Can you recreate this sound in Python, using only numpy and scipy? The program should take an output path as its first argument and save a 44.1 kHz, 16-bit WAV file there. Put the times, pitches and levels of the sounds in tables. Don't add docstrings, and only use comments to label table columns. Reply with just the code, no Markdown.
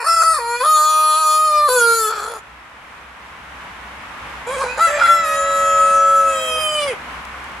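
import sys
import numpy as np
from scipy import signal
from scipy.fft import rfft, irfft, next_fast_len
from scipy.io import wavfile
from scipy.ndimage import uniform_filter1d, map_coordinates

SR = 44100
rng = np.random.default_rng(int(sys.argv[2]) if len(sys.argv) > 2 else 0)


def inscribe(sig):
    pcm = np.round(np.clip(np.atleast_2d(sig).T, -1, 1) * 32767)
    wavfile.write(sys.argv[1], SR, pcm.astype(np.int16))


N = 335160
TOP_HZ = 15800


def amp(db):
    return 10 ** (np.asarray(db) / 20)


def unit(x):
    return x / np.sqrt(np.mean(x ** 2) + 1e-20)


def seconds():
    return np.arange(N) / SR


def along(points, hz):
    point_hz, value = np.transpose(points)
    return np.interp(np.log(hz + 1), np.log(point_hz + 1), value)


def curves(rows):
    times, *columns = np.transpose(rows)
    return [np.interp(seconds(), times, column) for column in columns]


def wobble(rate):
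    points = rng.standard_normal(int(N * rate / SR) + 4)
    return map_coordinates(points, [np.arange(N) * rate / SR])


def filtered(x, response):
    m = next_fast_len(N + SR // 4, True)
    return irfft(rfft(x, m) * response(np.fft.rfftfreq(m, 1 / SR)), m)[..., :N]


def sounding(rows, fade=.008):
    t = seconds()
    return np.clip(np.minimum(t - rows[0][0], rows[-1][0] - t) / fade + .5, 0, 1)


# pitch_hz, likeness (0-1)
EAR_LIKENESS = [(60, 0.99), (180, 0.98), (550, 0.91), (1650, 0.28), (4970, 0.051), (15000, 0.02)]


def rush(spectrum):
    def middle_and_side(hz):
        turn = np.arccos(np.clip(along(EAR_LIKENESS, hz), -1, 1)) / 2
        return amp(along(spectrum, hz)) * [np.cos(turn), np.sin(turn)]

    middle, side = filtered(rng.standard_normal((2, N)), middle_and_side)
    return unit(np.array([middle + side, middle - side]))


# time_s, wash_db, drone_db
BACKGROUND_LEVELS = [(0, -49.5, -47), (.5, -44.5, -52), (1.1, -48, -63), (1.7, -40, -51),
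                     (2.6, -40.5, -50.5), (4.3, -32.5, -45.5), (6.8, -32, -47.5), (7.15, -31.5, -41),
                     (7.6, -33, -42)]
# pitch_hz, relative_level_db
WASH_COLOUR = [(24, -24), (40, -13), (64, -5), (91, -10.5), (294, -9.5), (350, -14.5), (653, -9),
               (1020, -2), (1280, -3), (2160, -7), (2920, -12.5), (4460, -24), (9410, -31.5), (11200, -32),
               (15500, -49)]
# pitch_hz, relative_level_db
DRONE_COLOUR = [(25, -42), (33, -34), (38, -5), (44, -7), (51, -10), (61, 14), (67, 6), (75, -27),
                (200, -85)]


def background(wash_db=0, drone_db=-4.0, waver_db=0.54):
    wash, drone = curves(BACKGROUND_LEVELS)
    wash_noise = amp(wash + wash_db + waver_db * wobble(8)) * rush(WASH_COLOUR)
    return wash_noise + amp(drone + drone_db) * rush(DRONE_COLOUR)


# start_s (middle of the glide into it), glide_s, roughness (0-1),
# fundamental_db, nasal_db, bright_db, edge_db, fade_db_per_s (for nasal and bright)
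NOTE_COLOURS = [(0, 0.0098, 0.77, -39.5, -30, -42, -38.5, 2),
                (.055, .03, .11, -30.5, -33.5, -32.5, -26.5, -3),
                (0.356, .04, 0.05, -31, -33.5, -36.5, -35, -29),
                (.635, 0.047, 0.05, -33, -39, -32, -27.5, 0.5),
                (1.44, 0.17, 0.05, -26.5, -37, -34.5, -34, 5),
                (1.685, .012, 0.05, -22.5, -38.5, -31.5, -25, 2), (2.1, 0.041, .85, -36, -44, -42, -42, 36),
                (4.4, .01, .4, -26, -34.5, -42.5, -39, -7), (4.69, 0.083, .6, -36.5, -37, -45, -47.5, 20),
                (4.775, 0.0032, 0.89, -29, -27.5, -38, -38, -40),
                (4.803, 0.015, 0.06, -31, -23.5, -34, -29.5, -25),
                (4.895, .03, 0.82, -32.5, -28, -40, -41, -25), (5.02, 0.055, .08, -35, -28, -36.5, -35, 18),
                (5.32, 0.19, .06, -34.5, -37.5, -43, -34.5, 12.5),
                (6.36, 0.22, 0.08, -27.5, -34, -27, -33.5, -11),
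                (6.86, .04, 0.2, -22, -29, -37.5, -39, 200)]


def note_shares():
    t = seconds()
    begun = [np.ones(N)]
    for start, glide, *_ in NOTE_COLOURS[1:]:
        begun.append(np.clip((t - start) / glide + .5, 0, 1))
    return -np.diff(np.array(begun), axis=0, append=0)


# time_s, half_width_s, added_roughness (0-1),
# ring_dip_db (negative lifts the ring)
REGISTER_BREAKS = [(0.061, 0.024, 0.5, -1), (.158, 0.0075, 0.02, 10), (.226, 0.0177, 0.64, 5),
                   (.35, 0.0143, 0.61, 4.5), (.392, 0.0217, 0.58, -0.5), (.65, .018, 0.78, 4.5),
                   (1.689, .014, 0.46, 2), (1.801, 0.013, 0.07, 4.5), (4.64, .03, .22, 0),
                   (5.032, 0.0071, 0.29, 4), (5.071, 0.015, 0.56, 11)]


def rasp():
    t = seconds()
    rough = np.transpose(NOTE_COLOURS)[2] @ note_shares()
    dip_db = np.zeros(N)
    for time, width, roughness, db in REGISTER_BREAKS:
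        bump = np.exp(-np.minimum(((t - time) / width) ** 2, 20))
        rough = rough + roughness * bump
        dip_db = dip_db + db * bump
    return np.clip(rough, 0, 1), dip_db


# time_s, depth (0-1)
PERIOD_DOUBLING = [(.75, 0.1), (.78, 0.84), (1.2, 1), (1.34, 0.65), (1.41, 0.05)]


def syrinx(pitch, rough, jitter=.075, flutter=0.00056, shimmer=0.39, swing=0.11, alternate=0.41,
           hiss=0.52, clean_hiss=0.0064):
    doubling, = curves(PERIOD_DOUBLING)
    rate = pitch * (1 + jitter * rough * wobble(520) + flutter * wobble(70))
    phase = 2 * np.pi * np.cumsum(rate) / SR
    every_other = doubling * np.cos(phase / 2)
    beat = (phase + swing * every_other + np.pi) % (2 * np.pi) - np.pi
    offset_s = beat / (2 * np.pi * pitch)
    pulses = unit(np.sinc(2 * TOP_HZ * offset_s) * np.cos(beat / 2) ** 2)
    size = (1 + alternate * every_other) * np.exp(shimmer * rough * wobble(400))
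    leak = clean_hiss + hiss * rough * np.sqrt(rough)
    air = leak * rng.standard_normal(N) * (1 + np.cos(phase))
    return pulses * size + air


def resonances(peaks, hz, valley_db=-19):
    gain = amp(valley_db) / (1 + (hz / 9000) ** 6)
    for centre, width, db in peaks:
        gain = gain + amp(db) / (1 + ((hz - centre) / (1.29 * width)) ** 2) ** 2
    return gain


# time_s, pitch_hz
THROAT_RING = [(.03, 1100), (.1, 1220), (.35, 1240), (.41, 1062), (.65, 1220), (.8, 1200), (1.4, 1175),
               (1.7, 1220), (1.82, 1321), (2.2, 1345), (2.36, 1177), (4.6, 1168), (4.8, 1390), (6.9, 1220)]


def throat(x, rough, early, late, turn_s, ring_db=19, ring_width_hz=260, rough_widening=0.72, chest_db=3,
           sway_db=4.5, glide=0.27, dispersion=0.0024):
    hz, t, spectrum = signal.stft(x, SR, nperseg=768, noverlap=576)
    hz = hz[:, None]
    moved = np.clip((t - turn_s) / glide + .5, 0, 1)
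    upper = (1 - moved) * resonances(early, hz) + moved * resonances(late, hz)
    sway = uniform_filter1d(rng.standard_normal(spectrum.shape), size=10, axis=0)
    sway = unit(uniform_filter1d(sway, size=36, axis=1))
    width = ring_width_hz * (1 + rough_widening * np.interp(t, seconds(), rough))
    ring_hz = np.interp(t, *np.transpose(THROAT_RING))
    ring = amp(ring_db) / (1 + ((hz - ring_hz) / width) ** 2) ** 2
    chest = amp(chest_db) / (1 + ((hz - 540) / 160) ** 4)
    gain = upper * amp(sway_db * sway) + ring + chest
    voice = signal.istft(spectrum * gain, SR, nperseg=768, noverlap=576)[1][:N]
    return filtered(voice, lambda f: np.exp(-1j * np.pi * dispersion * f ** 2 / TOP_HZ))


def within_note(x, shares, on):
    note_means = shares @ (x * on) / (shares @ on + 1e-9)
    return x - note_means @ shares


# one number each for fundamental, nasal, bright, edge (db_per_db)
EFFORT_SHARES = [0.29, 0.033, 0.3, 0.089]
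TENSION_SHARES = [.2, 0.99, 1.1]
CHEST_HZ, CHEST_DB_PER_SEMITONE = 500.4, 4.5
CHEST_REACH = 2.4
EDGE_FADE_SHARE = .45
WANDER_DB, WANDER_RATE = 0.88, 22


def region_levels(pitch, effort_db, on):
    shares = note_shares()
    *_, base, nasal, bright, edge, fade = np.transpose(NOTE_COLOURS) @ shares
    semitones = 12 * np.log2(pitch / CHEST_HZ)
    push = within_note(effort_db, shares, on)
    tension = within_note(semitones, shares, on)
    off_chest = within_note(np.abs(np.maximum(semitones, -CHEST_REACH)), shares, on)
    age = within_note(seconds(), shares, on)
    upper = np.array([nasal - fade * age, bright - fade * age, edge - EDGE_FADE_SHARE * fade * age])
    upper = upper + np.outer(TENSION_SHARES, tension)
    levels = np.vstack([base - CHEST_DB_PER_SEMITONE * off_chest, upper])
    levels = levels + np.outer(EFFORT_SHARES, push)
    base, nasal, bright, edge = (np.minimum(db, 0) + WANDER_DB * wobble(WANDER_RATE) for db in levels)
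    return base, effort_db, nasal, bright, edge


def formant(x, lo, hi):
    band = filtered(x, lambda hz: 1 / (1 + (lo / (hz + 1)) ** 24) / (1 + (hz / hi) ** 24))
    power = uniform_filter1d(uniform_filter1d(band ** 2, size=700), size=700)
    return band / np.sqrt(np.abs(power) + 1e-12)


REGION_BORDERS = [330, 790, 1590, 2850, 5500, 16000]


def crow(notes, early, late, turn_s, ring_trim_db, croak_db=2.7, fade_s=.014):
    rows = np.vstack(notes)
    pitch, effort_db = curves(rows)
    rough, dip_db = rasp()
    on = sounding(rows, fade_s)
    voice = throat(syrinx(pitch, rough), rough, early, late, turn_s)
    levels = region_levels(pitch, effort_db + ring_trim_db - dip_db, on)
    total = 0
    for db, lo, hi in zip(levels, REGION_BORDERS, REGION_BORDERS[1:]):
        total = total + amp(db + croak_db * rough * wobble(120)) * formant(voice, lo, hi)
    return on * total


# time_s, pitch_hz, effort_db
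CROAK_NOTE = [(0, 473.6, -26), (.03, 490.7, -28.5), (.05, 564.1, -24.5)]
OPENING_NOTE = [(0.065, 639.0, -21), (0.087, 663.0, -12.5), (0.143, 669.7, -14), (0.167, 661.9, -13),
                (0.319, 651.1, -13.5), (0.353, 619.8, -18.5), (0.38, 575.6, -20.5)]
DIP_NOTE = [(0.4, 471, -26.5), (0.46, 467.8, -24.5), (0.556, 479.8, -21.5), (0.596, 488, -42),
            (0.61, 501.6, -17.5), (0.625, 511, -16.5)]
HOLD_NOTE = [(0.645, 606.5, -11.5), (0.705, 624.4, -12), (0.805, 608.6, -12.5), (0.905, 620.6, -15),
             (1.141, 617, -14), (1.191, 631.2, -17), (1.273, 616.3, -14), (1.447, 622.6, -15),
             (1.517, 605.7, -15.5), (1.655, 593, -13), (1.678, 585, -17)]
FALL_NOTE = [(1.692, 499.2, -18), (1.746, 508, -21), (1.812, 472, -13.5), (1.922, 461, -14),
             (1.972, 456.2, -22.5), (2.014, 442, -18.5), (2.09, 424.5, -21.5)]
RATTLE_NOTE = [(2.12, 436.7, -26), (2.19, 415, -26.5), (2.28, 436, -29.5), (2.315, 490, -36),
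               (2.36, 439.5, -33), (2.394, 415, -46)]
# centre_hz, width_hz (relative), level_db
NECK_UP_PEAKS = [(1785, 160, 9), (2460, 82, 6), (3550, 180, -2), (4400, 190, 12.5), (5290, 84, 13.5),
                 (6406, 110, 5), (7370, 84, 5), (8800, 340, -4), (9750, 280, -5), (10650, 300, -6),
                 (11640, 210, -8), (14500, 800, -24)]
NECK_OUT_PEAKS = [(1730, 71, 8.5), (2427, 150, -1), (2886, 58, -18.5), (3410, 160, -6), (4350, 310, -4),
                  (5890, 230, 0.5), (6790, 155, 6), (7500, 420, 4.5), (9350, 380, 5.5), (10300, 166, 8),
                  (10860, 340, 5), (11960, 500, -4), (14350, 680, -13.5)]


def first_crow():
    notes = [CROAK_NOTE, OPENING_NOTE, DIP_NOTE, HOLD_NOTE, FALL_NOTE, RATTLE_NOTE]
    return crow(notes, NECK_UP_PEAKS, NECK_OUT_PEAKS, turn_s=0.49, ring_trim_db=0.2)


# left_delay_s, right_delay_s, relative_level_db
EARLY_ECHOES = [(.0013, .0015, -29), (.0024, 0.0022, -9.5), (.0046, .0039, -15), (.0063, 0.0048, -20.5),
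                (.0097, 0.0089, -24), (0.0146, 0.01, 0.5)]
# pitch_hz, level_db
FENCE_COLOUR = [(300, -55), (1450, -19), (2300, -5.5), (6000, -6.5), (13000, -9.5)]


def fence(x):
    def echoes(hz):
        copies = 0
        for left, right, db in EARLY_ECHOES:
            copies = copies + amp(db) * np.exp(-2j * np.pi * np.outer([left, right], hz))
        return amp(along(FENCE_COLOUR, hz)) * copies

    return filtered(x, echoes)


# pitch_hz, decay_s
GARDEN_DECAY = [(300, 0.58), (1500, 0.52), (5000, 0.085), (12000, 0.018)]
# pitch_hz, level_db
TAIL_COLOUR = [(400, -27), (1300, -19.5), (2500, -9.5), (10000, -2.5)]


def garden(x):
    hz, t, spectrum = signal.stft(rng.standard_normal((2, SR // 2)), SR, nperseg=256)
    decay = amp(-60 * t / along(GARDEN_DECAY, hz)[:, None])
    tail = signal.istft(spectrum * decay, SR, nperseg=256)[1]
    smeared = signal.fftconvolve(x[None], tail / np.linalg.norm(tail[0]), axes=1)[:, :N]
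    return filtered(smeared, lambda f: amp(along(TAIL_COLOUR, f)))


# time_s, pitch_hz, effort_db
GROWL_NOTE = [(4.47, 464.3, -28.5), (4.545, 570, -24), (4.575, 501.4, -33), (4.62, 564.3, -17.5),
              (4.66, 485.6, -28), (4.768, 520.3, -40)]
LEAP_NOTE = [(4.778, 565, -30), (4.796, 611.5, -20.5), (4.812, 664.2, -9.5), (4.856, 676.8, -10),
             (4.89, 643.4, -20.5), (4.93, 648, -46), (4.98, 620, -29)]
LONG_NOTE = [(5.02, 683, -10.5), (5.072, 682.6, -7), (5.116, 677, -8.5), (5.216, 662, -18),
             (5.268, 628.5, -19.5), (5.472, 650.4, -18), (5.796, 645.6, -10), (6.124, 657.4, -13),
             (6.274, 650.7, -12.5), (6.3, 649.4, -15.5)]
CLOSE_NOTE = [(6.37, 639.7, -22), (6.44, 639.7, -29), (6.52, 636, -23.5), (6.64, 621, -24),
              (6.769, 603.9, -26), (6.866, 567, -27.5), (6.91, 502, -51), (6.926, 445, -40),
              (6.94, 385, -41)]
# centre_hz, width_hz (relative), level_db
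BEAK_WIDE_PEAKS = [(890, 18, 41), (1890, 208, -11), (2340, 93, 3), (3290, 116, -11), (3890, 130, -9.5),
                   (5300, 140, -23), (5885, 84, -5), (6790, 470, -2.5), (7240, 78, 11), (8120, 157, 3),
                   (8620, 480, -7), (10090, 350, -2), (11310, 240, -6.5), (13200, 190, -11.5)]
BEAK_CLOSING_PEAKS = [(2305, 327, 23), (3060, 193, 17), (4920, 112, 4.5), (6010, 420, -8),
                      (7434, 860, -3.5), (8830, 870, -6), (9990, 220, 5.5), (11060, 600, -10),
                      (12890, 800, -19)]


def second_crow():
    notes = [GROWL_NOTE, LEAP_NOTE, LONG_NOTE, CLOSE_NOTE]
    return crow(notes, BEAK_WIDE_PEAKS, BEAK_CLOSING_PEAKS, turn_s=6.3, ring_trim_db=-1.6)


# time_s, pitch_hz, relative_level_db
SQUEAK_CONTOUR = [(4.61, 2400, -12), (4.66, 2524, -18), (4.685, 2424, -2), (4.725, 2510, 2),
                  (4.76, 2580, -27)]


def squeak(level_db=-31, scatter=.02):
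    pitch, db = curves(SQUEAK_CONTOUR)
    phase = 2 * np.pi * np.cumsum(pitch * (1 + scatter * wobble(300))) / SR
    return amp(level_db + db) * sounding(SQUEAK_CONTOUR) * np.sqrt(2) * np.sin(phase)


# time_s, pitch_hz, level_db (of its fundamental)
SECOND_CONTOUR = [(4.87, 549, -25), (4.888, 577.4, -26), (4.956, 591, -20.5), (5.06, 530, -39.5),
                  (5.104, 591, -25.5), (5.214, 573.6, -32.5), (5.406, 558.4, -24), (6.186, 555.6, -23.5),
                  (6.312, 546.4, -23.5), (6.546, 497.1, -32.5), (6.59, 515.4, -29)]
# multiple of the pitch, relative_level_db
SECOND_OVERTONES = [(2, -5.5), (3, 2), (4, -25), (5, -19), (6, -18), (8, -18.5), (9, -21), (11, -13),
                    (13, -7.5), (15, -31), (16, -34), (18, -34), (20, -32)]


def second_voice(jitter=.014, flutter=0.00125, level_db=0, overtone_db=-6, dulling_db_per_s=6):
    pitch, db = curves(SECOND_CONTOUR)
    rough, _ = rasp()
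    age = np.maximum(seconds() - SECOND_CONTOUR[0][0], 0)
    rate = pitch * (1 + jitter * rough * wobble(450) + flutter * wobble(200))
    phase = 2 * np.pi * np.cumsum(rate) / SR
    overtones = sum(amp(level) * np.sin(round(k) * phase) for k, level in SECOND_OVERTONES)
    tone = np.sin(phase) + amp(overtone_db - dulling_db_per_s * age) * overtones
    return np.sqrt(2) * sounding(SECOND_CONTOUR, fade=0.0071) * amp(db + level_db) * tone


# start_s, relative_level_db
TICK_TIMES = [(7.252, -23), (7.442, -26)]


def ticks(t60=.014, level_db=-3, low_hz=3000, high_hz=10000):
    t = seconds()
    bursts = 0
    for start, db in TICK_TIMES:
        bursts = bursts + amp(db + level_db - 60 * np.abs(t - start) / t60) * (t >= start)

    def colour(hz):
        return hz ** 2 / (hz ** 2 + low_hz ** 2) / (1 + (hz / high_hz) ** 4)

    return filtered(bursts * rng.standard_normal((2, N)), colour)


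def placed(x, pan):
    return filtered(x, lambda hz: amp(np.outer([.5, -.5], along(pan, hz))))


def scene():
    first = first_crow()
    second = second_crow() + squeak() + second_voice()
    first_pan = [(500, 2.0), (1300, 1.2), (2300, -1), (4500, 4.5), (10000, 2.0)]
    second_pan = [(500, -1.0), (1300, 0.5), (2500, -3.0), (7000, 3)]
    direct = placed(first, first_pan) + placed(second, second_pan)
    rooster = first + second
    return background() + direct + fence(rooster) + garden(rooster) + ticks()


def record(dry):
    return filtered(dry, lambda hz: hz < TOP_HZ)


dry = scene()
out = record(dry)
inscribe(out)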